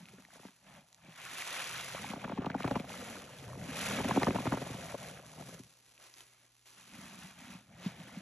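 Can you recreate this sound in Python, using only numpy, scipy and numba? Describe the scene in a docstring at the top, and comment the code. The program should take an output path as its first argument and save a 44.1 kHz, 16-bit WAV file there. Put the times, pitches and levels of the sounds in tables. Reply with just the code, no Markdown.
"""Close two-port microphone just above a tub of suds in a quiet room with a faint hum, 8.2 s.
Small grips, air plops, film snaps and wet pops open; rubber-gloved hands wring a soapy sponge from 1.4 s and 3.8 s.
Each wring starts as a fizz of tiny ringing bubbles and bursting films; water gurgles and air burbles with it.
Wet squelches follow, slugs of air whose pitch dives as they break out.
Then come presses of sponges into the foam, a touch of the gloves at 6.7 s and low plops near the end."""
import sys
import numpy as np
from scipy import signal
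from scipy.fft import rfft, irfft
from scipy.io import wavfile
from scipy.ndimage import uniform_filter1d
from numba import njit

SR = 44100
rng = np.random.default_rng(int(sys.argv[2]) if len(sys.argv) > 2 else 0)


def store_pcm(level_fs):
    """Save levels as 16-bit WAV."""
    pcm = np.round(np.clip(level_fs, -1, 1) * 32767).astype(np.int16)
    wavfile.write(sys.argv[1], SR, np.atleast_2d(pcm).T)


N = 362478


def undb(db):
    """Decibels to gain."""
    return 10 ** (np.asarray(db) / 20)


def unit(x):
    """Scale to rms 1."""
    return x / np.sqrt(np.mean(x ** 2))


def over_hz(table, column=1):
    """One column of a frequency table at every FFT bin, interpolated over log frequency."""
    rows = np.array(table)
    bins_hz = np.fft.rfftfreq(N, 1 / SR) + 1
    return np.interp(np.log(bins_hz), np.log(rows[:, 0]), rows[:, column])


def colour(x, table):
    """Filter by a spectrum table of f/Hz and level/dB; rms 1."""
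    return unit(irfft(rfft(x) * undb(over_hz(table)), N))


def band(x, low_hz, high_hz):
    """Second-order band-pass."""
    return signal.sosfilt(signal.butter(2, [low_hz, high_hz], "band", fs=SR, output="sos"), x)


def even(x, span_s):
    """Take out swells slower than span_s, so that the flow alone sets the loudness."""
    power = np.abs(uniform_filter1d(x ** 2, max(int(span_s * SR), 8)))
    return x / np.sqrt(power + 1e-9)


def wander(n, span_s):
    """Smooth chance that changes about every span_s; rms 1."""
    return unit(uniform_filter1d(rng.standard_normal(n), max(int(span_s * SR), 2)))


@njit
def ring(n, times, hz, cycles, size, glide):
    """Bubbles: each swells, peaks after its cycles and dies, its pitch sliding towards glide times the start."""
    out = np.zeros(n)
    for k in range(len(times)):
        start = int(times[k] * SR)
        rise = cycles[k] * SR / hz[k]
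        phase = 0.
        for i in range(max(0, -start), min(int(8 * rise), n - start)):
            age = i / rise
            slide = glide[k] + (1 - glide[k]) * np.exp(-age / 2)
            phase += 2 * np.pi * hz[k] / SR * slide
            out[start + i] += size[k] * age * np.exp(1 - age) * np.sin(phase)
    return out


def swarm(per_s, centre_hz, octaves, cycles, spread_db, glide):
    """A random stream of bubbles around a fixed or moving pitch, many small and a few large."""
    when, pitch, size, length = rng.random((int(per_s * N / SR), 4)).T
    centre_then = (centre_hz * np.ones(N))[(when * N).astype(int)]
    hz = centre_then * 2 ** (octaves * (pitch - .5))
    gain = undb(-spread_db * np.log(1 - .995 * size))
    return ring(N, when * N / SR, hz, cycles * (.5 + length), gain, np.full(len(hz), 1. * glide))


def clicks(per_s, spread_db):
    """Random impulses of either sign, many small and a few large."""
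    when, size, sign = rng.random((int(per_s * N / SR), 3)).T
    gain = undb(-spread_db * np.log(1 - .997 * size))
    return np.bincount((when * N).astype(int), np.sign(sign - .5) * gain, N)


def envelope(start_s, hold_s, attack_db_per_s, release_db_per_s):
    """Attack, hold and release in dB, 0 during the hold."""
    t = np.arange(N) / SR - start_s
    return -attack_db_per_s * np.maximum(-t, 0) - release_db_per_s * np.maximum(t - hold_s, 0)


def together(levels_db):
    """Level in dB of several sounds at once: their powers add."""
    powers = [np.exp(np.maximum(db, -140) * np.log(10) / 10) for db in levels_db]
    return 10 * np.log10(sum(powers))


ROOM_DB, HUM_HZ, HUM_DB = -86.5, 120, -88.5  # levels ahead of the tub and the ports
# spectrum of the quiet room: f/Hz, relative level/dB
ROOM_COLOUR = [(25, 3), (60, 21), (120, -1.5), (300, -5), (1000, -29), (4000, -11.5), (12000, -24.5)]


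def room():
    """Still air, as coloured noise, and a faint steady hum."""
    hum = np.sqrt(2) * np.sin(2 * np.pi * HUM_HZ * np.arange(N) / SR)
    air = colour(rng.standard_normal(N), ROOM_COLOUR)
    return undb(ROOM_DB) * air + undb(HUM_DB) * hum


GRIP_ATTACK_DB_PER_S, GRIP_RELEASE_DB_PER_S = 214, 183
# grips, presses and the swells of flow within the wrings, levels before each layer's trim:
# t/s, length/s, fizz level/dB, crackle level/dB, gurgle level/dB, trapped air level/dB
GRIPS_AND_SWELLS = [(0.0, 0.23, -62.5, -69, -66.5, -61), (0.338, 0.14, -58, -63, -64, -63),
                    (0.68, 0.1, -57.5, -69.5, -60, -59), (1.048, 0.065, -58, -91, -62.5, -59.5),
                    (1.194, 0.15, -46.5, -57.5, -63, -63), (1.533, 0.077, -40, -52.5, -49, -71),
                    (1.713, 0.096, -43, -68, -77, -56), (1.958, 0.15, -44.5, -78, -62, -48.5),
                    (2.614, 0.18, -47, -58, -56, -55), (2.897, 0.29, -48, -55.5, -48, -50.5),
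                    (3.245, 0.25, -53.5, -62, -55, -56), (3.393, 0.35, -81, -64.5, -74, -50.5),
                    (3.612, 0.053, -72, -63, -65, -42.5), (3.777, 0.096, -44.5, -48.5, -60, -70),
                    (5.27, 0.09, -63, -63, -57, -55.5), (5.404, 0.14, -55.5, -56.5, -54, -49.5),
                    (5.598, 0.038, -80, -64, -82, -60), (5.666, 0.29, -78, -70.5, -76, -81),
                    (6.027, 0.047, -59, -61, -65, -83), (6.176, 0.037, -63.5, -60.5, -70, -87),
                    (6.262, 0.2, -69, -74, -75.5, -80), (6.788, 0.1, -58.5, -64, -74, -69),
                    (6.944, 0.35, -52.5, -59.5, -60.5, -55.5), (7.388, 0.17, -52, -62.5, -60, -55),
                    (7.713, 0.041, -64.5, -98, -62.5, -56), (7.8, 0.61, -54.5, -66, -56.5, -54)]


def grips(column):
    """Level in dB that grips, presses and swells within the wrings give to one layer of foam or water."""
    return together(row[column] + envelope(row[0], row[1], GRIP_ATTACK_DB_PER_S, GRIP_RELEASE_DB_PER_S)
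                    for row in GRIPS_AND_SWELLS)


RESTING_CRACKLE_DB = -72.5  # suds left alone keep bursting; level before the crackle trim
# foam comes first: it surges, holds and sags as the pores empty; the crackle of its films does not hold
SURGE_DB_PER_S, FIZZ_HOLD_S, SAG_DB_PER_S, SPENT_DB_PER_S = 84, 0.17, 14, 59
CRACKLE_SAG_DB_PER_S = 8
WRING_S, LET_GO_DB_PER_S = 1.353, 114  # the hands wring this long after the surge, then let go
# the gloves land on the foam and crush it at once; levels before the layer trims
TOUCH_S, TOUCH_FIZZ_DB, TOUCH_CRACKLE_DB = 6.659, -63, -61
TOUCH_ATTACK_DB_PER_S, TOUCH_RELEASE_DB_PER_S = 2500, 51
# wringing the sponge, levels before each layer's trim: t/s of the foam surge, fizz level/dB, crackle level/dB,
# time until the films are spent/s, time until the water's swell turns to ebb/s, water level/dB
SPONGE_WRINGS = [(1.415, -40.5, -47.5, 0.65, 1.41, -39), (3.817, -36.5, -46.5, 1.31, 0.33, -37.5)]


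def foam_levels():
    """Fizz and crackle in dB: each wring drives out a surge that sags; the films are spent before the fizz ends."""
    fizz, crackle = [grips(column=2)], [grips(column=3), RESTING_CRACKLE_DB]
    for s, fizz_db, crackle_db, spent_s, _, _ in SPONGE_WRINGS:
        surge = envelope(s, WRING_S, SURGE_DB_PER_S, LET_GO_DB_PER_S)
        fizz.append(fizz_db + surge + envelope(s, FIZZ_HOLD_S, 0, SAG_DB_PER_S))
        sag = envelope(s, 0, 0, CRACKLE_SAG_DB_PER_S)
        crackle.append(crackle_db + surge + sag + envelope(s, spent_s, 0, SPENT_DB_PER_S))
    crush = envelope(TOUCH_S, 0, TOUCH_ATTACK_DB_PER_S, TOUCH_RELEASE_DB_PER_S)
    return together(fizz + [TOUCH_FIZZ_DB + crush]), together(crackle + [TOUCH_CRACKLE_DB + crush])


# slopes of the water and of the trapped air that moves with it
SWELL_DB_PER_S, EBB_DB_PER_S = 13.5, 12
AIR_DB, AIR_SWELL_DB_PER_S, AIR_EBB_DB_PER_S = 1, 19.5, 15  # AIR_DB is relative to the water
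WETTING_DB_PER_S = 16.5  # before the surge the water builds this much faster


def water_levels():
    """Gurgle and air in dB: they swell through the first wring until let go; in the second they peak early and ebb."""
    gurgle, air = [grips(column=4)], [grips(column=5)]
    for s, _, _, _, turn_s, db in SPONGE_WRINGS:
        held = db + envelope(s, WRING_S, WETTING_DB_PER_S, LET_GO_DB_PER_S)
        gurgle.append(held + envelope(s + turn_s, 0, SWELL_DB_PER_S, EBB_DB_PER_S))
        air.append(held + AIR_DB + envelope(s + turn_s, 0, AIR_SWELL_DB_PER_S, AIR_EBB_DB_PER_S))
    return together(gurgle), together(air)


# the cavities change size with the grip: t/s, air under the palms f/Hz, gurgle in the pores f/Hz
CAVITY_PITCHES = [(0.0, 194, 746), (1.1, 165, 730), (1.55, 177, 680), (1.85, 165, 645), (2.15, 205, 680),
                  (2.7, 174, 686), (3.15, 221, 610), (3.42, 134, 645), (3.65, 169, 626), (4.0, 211, 645),
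                  (4.6, 183, 660), (5.0, 165, 644), (5.5, 163, 630), (6.95, 205.2, 713), (7.3, 194, 790),
                  (7.55, 230, 736), (7.72, 175, 690), (8.2, 188, 680)]


def cavity_hz(column):
    """Pitch of the air under the palms or of the pores, at every sample."""
    rows = np.array(CAVITY_PITCHES)
    return np.interp(np.arange(N) / SR, rows[:, 0], rows[:, column])


@njit
def resonate(x, hz, q):
    """A resonance whose centre moves; gain 1 at the centre."""
    y, band_state, low_state = np.empty(len(x)), 0., 0.
    for i in range(len(x)):
        g = np.tan(np.pi * hz[i] / SR)
        v = (band_state + g * (x[i] - low_state)) / (1 + g * (g + 1 / q))
        band_state = 2 * v - band_state
        low_state = low_state + 2 * g * v
        y[i] = v / q
    return y


# the lower hollow follows the pores; the upper one drifts as the fingers shift
HOLLOW_DB, HOLLOW_Q = 9.5, 8
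UPPER_HOLLOW_HZ, UPPER_HOLLOW_DB, UPPER_HOLLOW_Q, HOLLOW_DRIFT_OCTAVES = 2270, -4, 5.3, 0.14


def hollows(x):
    """The hollows of the sponge ring with the fizz, and change size as it is wrung."""
    drift = 2 ** (HOLLOW_DRIFT_OCTAVES * wander(N, span_s=.2))
    lower = resonate(x, cavity_hz(column=2), 1. * HOLLOW_Q)
    upper = resonate(x, UPPER_HOLLOW_HZ * drift, 1. * UPPER_HOLLOW_Q)
    return x + undb(HOLLOW_DB) * lower + undb(UPPER_HOLLOW_DB) * upper


# spectrum of the fizzing bubbles: f/Hz, relative level/dB
FIZZ_SPECTRUM = [(350, -27), (650, -11.5), (950, -11), (1400, -4), (2300, -2), (3500, 0), (4700, -5),
                 (7000, 13)]
# spectrum of the bursting films: f/Hz, relative level/dB
FILM_SPECTRUM = [(400, -8), (1000, -4), (3000, -1), (4700, -2), (6200, 0.5), (8200, -2), (10900, 0),
                 (12000, -8.5), (13500, -48.5)]


def foam(fizz_db, crackle_db):
    """Small bubbles ring as they leave the pores, and their films burst in ticks; both come in little spurts."""
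    spurts = undb(1.04 * wander(N, span_s=0.036))
    bubbles = swarm(per_s=2400, centre_hz=2038, octaves=2.38, cycles=0.82, spread_db=2.0, glide=1.076)
    # some hold together long enough to ring with a pitch of their own
    ringing = swarm(per_s=420, centre_hz=2100, octaves=1.7, cycles=3.2, spread_db=2.6, glide=1.08)
    in_sponge = hollows(unit(bubbles) + undb(-6) * unit(ringing))
    fizz = even(colour(in_sponge, FIZZ_SPECTRUM), span_s=0.14) * undb(fizz_db - 5.0)
    films = even(colour(clicks(per_s=5000, spread_db=3.9), FILM_SPECTRUM), span_s=.09)
    crackle = films * undb(crackle_db + 2.5)
    # larger films go one at a time and stand out more when the flow is gentle
    lone = colour(clicks(per_s=90, spread_db=4.0), FILM_SPECTRUM) * undb(.85 * crackle_db - 17.5)
    return (fizz + crackle) * spurts + lone


def water(gurgle_db, air_db):
    """Liquid gurgles through the pores with falling pitch; larger pockets of air burble between sponge and palms."""
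    pocket_hz, gurgle_hz = cavity_hz(column=1), cavity_hz(column=2)
    gurgle = swarm(per_s=750, centre_hz=gurgle_hz, octaves=0.8, cycles=1.6, spread_db=2.6, glide=.94)
    pockets = swarm(per_s=140, centre_hz=pocket_hz, octaves=0.3, cycles=1.2, spread_db=1.5, glide=0.95)
    # the mass of wet sponge heaves between the hands, more so in a hard squeeze
    heave = swarm(per_s=150, centre_hz=140, octaves=2.1, cycles=0.55, spread_db=3.0, glide=1.0)
    # now and then a bubble in the gurgling water cracks open
    cracks = swarm(per_s=130, centre_hz=1600, octaves=1.4, cycles=0.8, spread_db=2.6, glide=.9)
    # the water comes through unevenly
    lumps = undb(1.5 * wander(N, span_s=.04))
    liquid = unit(cracks) * undb(gurgle_db - 11.0) + even(gurgle, 0.11) * undb(gurgle_db - 7.0)
    burble = even(pockets, 0.017) * undb(air_db - 3.5)
    heaving = even(band(heave, 49, 420), 0.034) * undb(1.133 * air_db - 3.5)
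    return lumps * (liquid + burble + heaving)


# air pockets opening under a glove, before trims of level and pitch: t/s, level/dB, f/Hz
GLOVE_PLOPS = [(0.006, -52, 184), (0.029, -50.5, 179), (0.142, -53, 180), (0.455, -45.5, 198),
               (1.089, -52.5, 166), (2.106, -41, 202), (3.69, -43.5, 246), (6.989, -46, 194),
               (7.029, -52, 186), (7.186, -50, 185), (7.246, -47, 183), (7.504, -47, 196),
               (7.553, -44.5, 185), (7.864, -29, 188), (8.003, -46, 169), (8.173, -38.5, 192)]


def plops(lead_s=0.0038, splash_db=-19, splash_s=0.033):
    """A pocket of air under the rubber rings low and briefly and spits a little foam."""
    s, db, hz = np.array(GLOVE_PLOPS, float).T
    same = np.ones(len(s))
    rings = ring(N, s - lead_s, 0.98 * hz, 1.0 * same, undb(db + 2.0), 1.0 * same)
    t = np.arange(N) / SR
    spit = sum(undb(peak_db + splash_db) * np.exp(-np.abs(t - at) / splash_s) for at, peak_db in zip(s, db))
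    bursts = clicks(per_s=3000, spread_db=2.5)
    # the soft rubber rounds the onset: the rings are band-passed
    return band(rings, 134, 660) + spit * unit(band(bursts, 190, 4300))


# single soap films snapping, before level trims: t/s, level/dB, f/Hz
FILM_SNAPS = [(0.056, -46, 2820), (0.0863, -44.5, 2530), (0.2506, -44, 2130), (0.9283, -45, 7350),
              (0.946, -43, 7200), (1.272, -48, 1840), (1.422, -30, 2200), (1.7583, -35, 1840),
              (2.6233, -36, 2380), (2.712, -31, 1570), (2.4605, -36, 2930), (2.632, -35, 2900),
              (2.678, -33, 2500), (2.798, -35.5, 2600), (2.894, -40, 3140), (3.166, -38, 1570),
              (4.2318, -21, 2160), (4.2454, -31, 5740), (5.9782, -50, 2760), (6.1398, -41.5, 5640),
              (6.206, -44, 3300)]


def snaps(tick_s=0.0012):
    """A large film snaps: a sharp tick of noise and a very short ring of its bubble, falling in pitch."""
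    s, db, hz = np.array(FILM_SNAPS, float).T
    blows = np.bincount((s * SR).astype(int), undb(db), N)
    t = np.arange(256) / SR
    noise = band(rng.standard_normal(len(t)), 1200, 10500)
    tick = band(noise * np.exp(-t / tick_s), 840, 10500)
    same = np.ones(len(s))
    rings = ring(N, s, hz, 1.2 * same, undb(db - 1), .9 * same)
    return undb(-4.5) * np.convolve(blows, tick)[:N] + rings


# single wet bubbles popping, before the level trim: t/s, level/dB, f/Hz
WET_POPS = [(0.135, -49, 424), (0.183, -53, 463), (0.185, -45, 1600), (0.286, -51, 726), (0.305, -44, 1550),
            (0.332, -47.5, 730), (0.371, -49, 680), (0.358, -47, 1150), (0.381, -49, 850),
            (0.433, -45, 840), (1.857, -41, 635), (1.903, -33.5, 1550), (1.924, -29, 2100),
            (1.948, -30.5, 590), (1.969, -34, 1140), (1.981, -30.5, 1250), (2.022, -42, 610),
            (2.179, -35, 576), (2.229, -38, 760), (2.38, -34, 990), (2.437, -35, 1197), (2.664, -31, 1410),
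            (2.773, -31, 935), (2.045, -29, 820), (2.117, -33, 1150), (2.206, -42, 740), (2.241, -33, 1260),
            (2.279, -30, 880), (2.447, -32, 1190), (2.5443, -29, 1350), (2.549, -22, 830),
            (2.584, -34, 1800), (2.887, -46, 751), (2.902, -34, 820), (3.952, -37, 1500),
            (4.07, -41.5, 1300), (4.11, -26, 1140), (4.1738, -25.5, 1010), (4.213, -31, 830),
            (4.276, -28.5, 1900), (4.308, -25.5, 2310), (4.456, -33, 1913), (4.574, -40.5, 1440),
            (4.786, -35, 550), (4.887, -50, 564), (4.912, -38, 720), (4.946, -37, 536), (5.041, -39, 654),
            (5.198, -40.5, 523), (5.336, -47, 900), (5.527, -42, 565), (5.545, -45, 600)]


def pops(cycles=0.97, glide=1.0, lead_s=0.00047):
    """A wet bubble opens and rings briefly at a steady pitch, peaking after about one cycle."""
    s, db, hz = np.array(WET_POPS, float).T
    same = np.ones(len(s))
    return ring(N, s - lead_s, hz, cycles * same, undb(db - 6.0), glide * same)


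def squelch(crest_db, crest_hz, belly_db, fall_s, belly_hz=122, crest_width_s=0.0014,
            belly_width_s=0.0048, spray_s=0.006):
    """A slug of air breaks out: its cavity opens in jerks, so the pitch dives from a ragged crest to a low belly."""
    t = np.arange(-int(.03 * SR), int(.04 * SR)) / SR  # 0 at the crest
    jerks = np.exp(.3 * wander(len(t), span_s=.001))
    opening = 1 / (1 + (np.maximum(t, 0) / (0.00083 + 0.212 * fall_s)) ** 2)
    hz = (belly_hz + (crest_hz - belly_hz) * opening) * jerks
    crest = undb(crest_db - 9.0) * np.exp(-.5 * (t / crest_width_s) ** 2)
    belly = undb(belly_db + 2.0) * np.exp(-.5 * ((t - fall_s) / belly_width_s) ** 2)
    tone = (crest + belly) * np.sin(2 * np.pi * (np.cumsum(hz) / SR + rng.random()))
    # just before the crest the film around the slug tears into a spray of small bursts
    tears = rng.standard_normal(len(t)) * (rng.random(len(t)) < .03)
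    since = t + 0.0026
    burst = np.exp(-np.abs(since) / spray_s) * (since > 0)
    spray = unit(band(tears * burst, 0.91 * crest_hz, 4.5 * crest_hz)) * np.sqrt(np.mean(burst ** 2))
    return t, tone + spray * undb(crest_db - 24.5)


def shreds(count=6, before_s=0.0055, after_s=0.007, db=-14.5, pitch_ratio=1.75):
    """Each slug tears into a knot of wet bubbles: small high ones first, larger and lower ones behind."""
    s, crest_db, crest_hz = np.repeat(np.array(AIR_SLUGS)[:, :3], count, axis=0).T
    turn, pitch, size, length = rng.random((len(s), 4)).T
    centre_hz = pitch_ratio * crest_hz
    hz = centre_hz * 2 ** (1.5 * (pitch - .5) - 1.1 * (turn - .5))
    level_db = crest_db + db + 10 * (size - .5) - 14 * np.abs(turn - .5) - 4 * np.log2(hz / centre_hz)
    when = s + CREST_DELAY_S - before_s + (before_s + after_s) * turn
    return ring(N, when, hz, .6 + length, undb(level_db), .8 + .3 * pitch)


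CREST_DELAY_S = 0.00247  # from the break of a slug to its crest
# slugs of air and suds breaking out, levels before trims:
# t/s, crest level/dB, crest f/Hz, belly level/dB, time from crest to belly/s
AIR_SLUGS = [(0.357, -45, 719, -63, 0.0092), (0.394, -48, 1370, -56.5, 0.0052),
             (0.45, -39.5, 649.6, -54, 0.009), (0.483, -45, 1125, -61, 0.0084),
             (1.947, -30, 989, -62, 0.01), (2.043, -39, 837, -68, 0.01), (2.135, -28.5, 854, -45, 0.0027),
             (2.16, -32.5, 740, -45, 0.0095), (2.243, -25.5, 877, -37, 0.013),
             (2.276, -38, 915, -48, 0.0093), (2.295, -29, 879, -42, 0.0073),
             (2.318, -27.5, 721, -37, 0.016), (2.376, -27.5, 880.5, -31.5, 0.014),
             (2.418, -30.5, 670, -45, 0.01), (2.445, -28.5, 745, -44, 0.0051),
             (2.464, -22.5, 734, -33.5, 0.0082), (2.5, -27.5, 1173, -40, 0.0041),
             (2.547, -27, 842, -34, 0.0083), (2.603, -27, 813, -42, 0.0073),
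             (2.643, -22, 760, -29.5, 0.0096), (2.676, -23, 747, -43, 0.0071), (2.71, -21, 756, -33, 0.007),
             (2.756, -19, 870, -30, 0.011), (2.798, -38, 627, -39, 0.0075),
             (2.842, -32.5, 637, -46.5, 0.011), (3.998, -23.5, 545, -35.5, 0.013),
             (4.045, -23, 669.5, -33.5, 0.011), (4.092, -30, 606.4, -35, 0.0047),
             (4.1092, -19, 856, -32.5, 0.0097), (4.161, -25, 599, -33, 0.0041),
             (4.1724, -28, 807, -23.5, 0.0034), (4.22, -19.5, 792, -35.5, 0.0065),
             (4.231, -16, 741, -35.5, 0.0065), (4.268, -17, 796, -28, 0.0085),
             (4.281, -19.5, 760, -27.5, 0.0066), (4.305, -36.5, 881, -32, 0.0044),
             (4.345, -26.5, 603, -35, 0.0099), (4.357, -20, 772, -34, 0.0056),
             (4.385, -29, 885, -38.5, 0.0048), (4.402, -38, 806, -38.5, 0.005),
             (4.455, -27, 693, -40, 0.0053), (4.4674, -19.5, 977, -30.5, 0.0092),
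             (4.521, -20.5, 739, -28.5, 0.0077), (4.536, -22.5, 902, -34, 0.0076),
             (4.572, -24, 761, -46, 0.008), (4.617, -25, 733, -41.5, 0.01),
             (4.663, -35.5, 609, -46, 0.0074), (4.703, -39, 415, -39.5, 0.0072),
             (4.742, -47, 377, -43, 0.0081), (4.943, -26.5, 626, -54, 0.0073),
             (5.378, -51, 753, -51, 0.0065), (5.396, -38, 787, -47, 0.012), (5.41, -36, 704, -57, 0.0036),
             (5.423, -38.5, 798, -55, 0.011), (5.49, -42, 631, -51.5, 0.0075),
             (5.595, -67, 478, -47, 0.0086)]


def squelches():
    """Every slug, wrapped in its knot of wet bubbles."""
    out = np.zeros(N + SR)
    for s, *shape in AIR_SLUGS:
        t, sound = squelch(*shape)
        start = int((s + CREST_DELAY_S + t[0]) * SR)
        out[start:start + len(t)] += sound
    return out[:N] + shreds()


# each slug lets the pressure out, so the flow falters just after it
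LULL_DB, LULL_AFTER_S, LULL_WIDTH_S, FOAM_LULL_SHARE = -5.5, 0.027, 0.013, 0.6


def lulls():
    """Dip of the flow in dB in the moments after the slugs."""
    t, dip = np.arange(N) / SR, np.zeros(N)
    for s, *_ in AIR_SLUGS:
        near = slice(int(s * SR), int((s + .1) * SR))
        falter = np.exp(-.5 * ((t[near] - s - LULL_AFTER_S) / LULL_WIDTH_S) ** 2)
        dip[near] = np.maximum(dip[near], falter)
    return LULL_DB * dip


# balance of the flow between the big air pockets and the pores: f/Hz, gain level/dB
FLOW_BALANCE = [(280, -1.5), (335, 3.5), (420, 1), (500, -0.5)]


def suds(foam_db, water_db):
    """One stream of wet sponge sound: foam and water falter after each slug, and the slugs break through."""
    lull_db = lulls()
    flow = foam(*foam_db) * undb(FOAM_LULL_SHARE * lull_db) + water(*water_db) * undb(lull_db)
    return irfft(rfft(flow) * undb(over_hz(FLOW_BALANCE)), N) + squelches()


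# air resonances between the hands and the tub: f/Hz, width/Hz, level/dB added to the direct sound
TUB_RESONANCES = [(120.5, 8.3, 4), (270, 37, 5.5), (377.6, 30, 2.5), (543, 52, -11), (703, 46, -8),
                  (882, 120, -6.5), (1068, 69, -12), (2470, 290, -16.5)]


def tub(x):
    """The hollow of the tub adds its short resonances to the direct sound."""
    resonances = [undb(db) * signal.lfilter(*signal.iirpeak(hz, hz / width, fs=SR), x)
                  for hz, width, db in TUB_RESONANCES]
    return x + sum(resonances)


# the two microphone ports: f/Hz, phase by which the left leads/rad, level/dB of the sound from the sides
MICROPHONE_PORTS = [(150, 0.0, -26), (350, -0.0, -17), (800, -0.6, -11), (1600, 0.0, -20), (2900, 1.1, -9),
                    (4200, 0.7, -6), (4700, 2.6, -5), (5200, 4.9, -10), (5900, 6.3, -22), (7500, 8.1, -10),
                    (9300, 9.4, -32), (11800, 12.3, -14)]
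# how much stronger the left port hears than the right: f/Hz, level/dB
LEFT_OVER_RIGHT = [(150, 0.5), (300, 0), (520, 3), (750, 3.5), (1100, -2.2), (2000, .3), (4000, -0.1),
                   (8000, -1)]


def ports(centre, around):
    """Sound from the middle reaches the two ports out of step; suds off to the sides differ between them."""
    mid = rfft(tub(centre))
    side = rfft(tub(around)) * undb(over_hz(MICROPHONE_PORTS, column=2))
    # each port takes half of the phase lead and half of the balance
    turn = np.exp(.5j * over_hz(MICROPHONE_PORTS, column=1)) * undb(over_hz(LEFT_OVER_RIGHT) / 2)
    return np.array([irfft((mid + side) * turn, N), irfft((mid - side) / turn, N)])


def scene():
    """Everything in the tub, heard close from just above it."""
    levels = foam_levels(), water_levels()
    centre = room() + suds(*levels) + plops() + snaps() + pops()
    return ports(centre=centre, around=suds(*levels))


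TOP_HZ = 13800


def record(dry):
    """The recorder thins the deepest bass and cuts the top steeply."""
    thinned = signal.sosfilt(signal.butter(3, 45, "high", fs=SR, output="sos"), dry)
    return signal.sosfilt(signal.ellip(8, .2, 70, TOP_HZ, fs=SR, output="sos"), thinned)


dry = scene()
out = record(dry)
store_pcm(out)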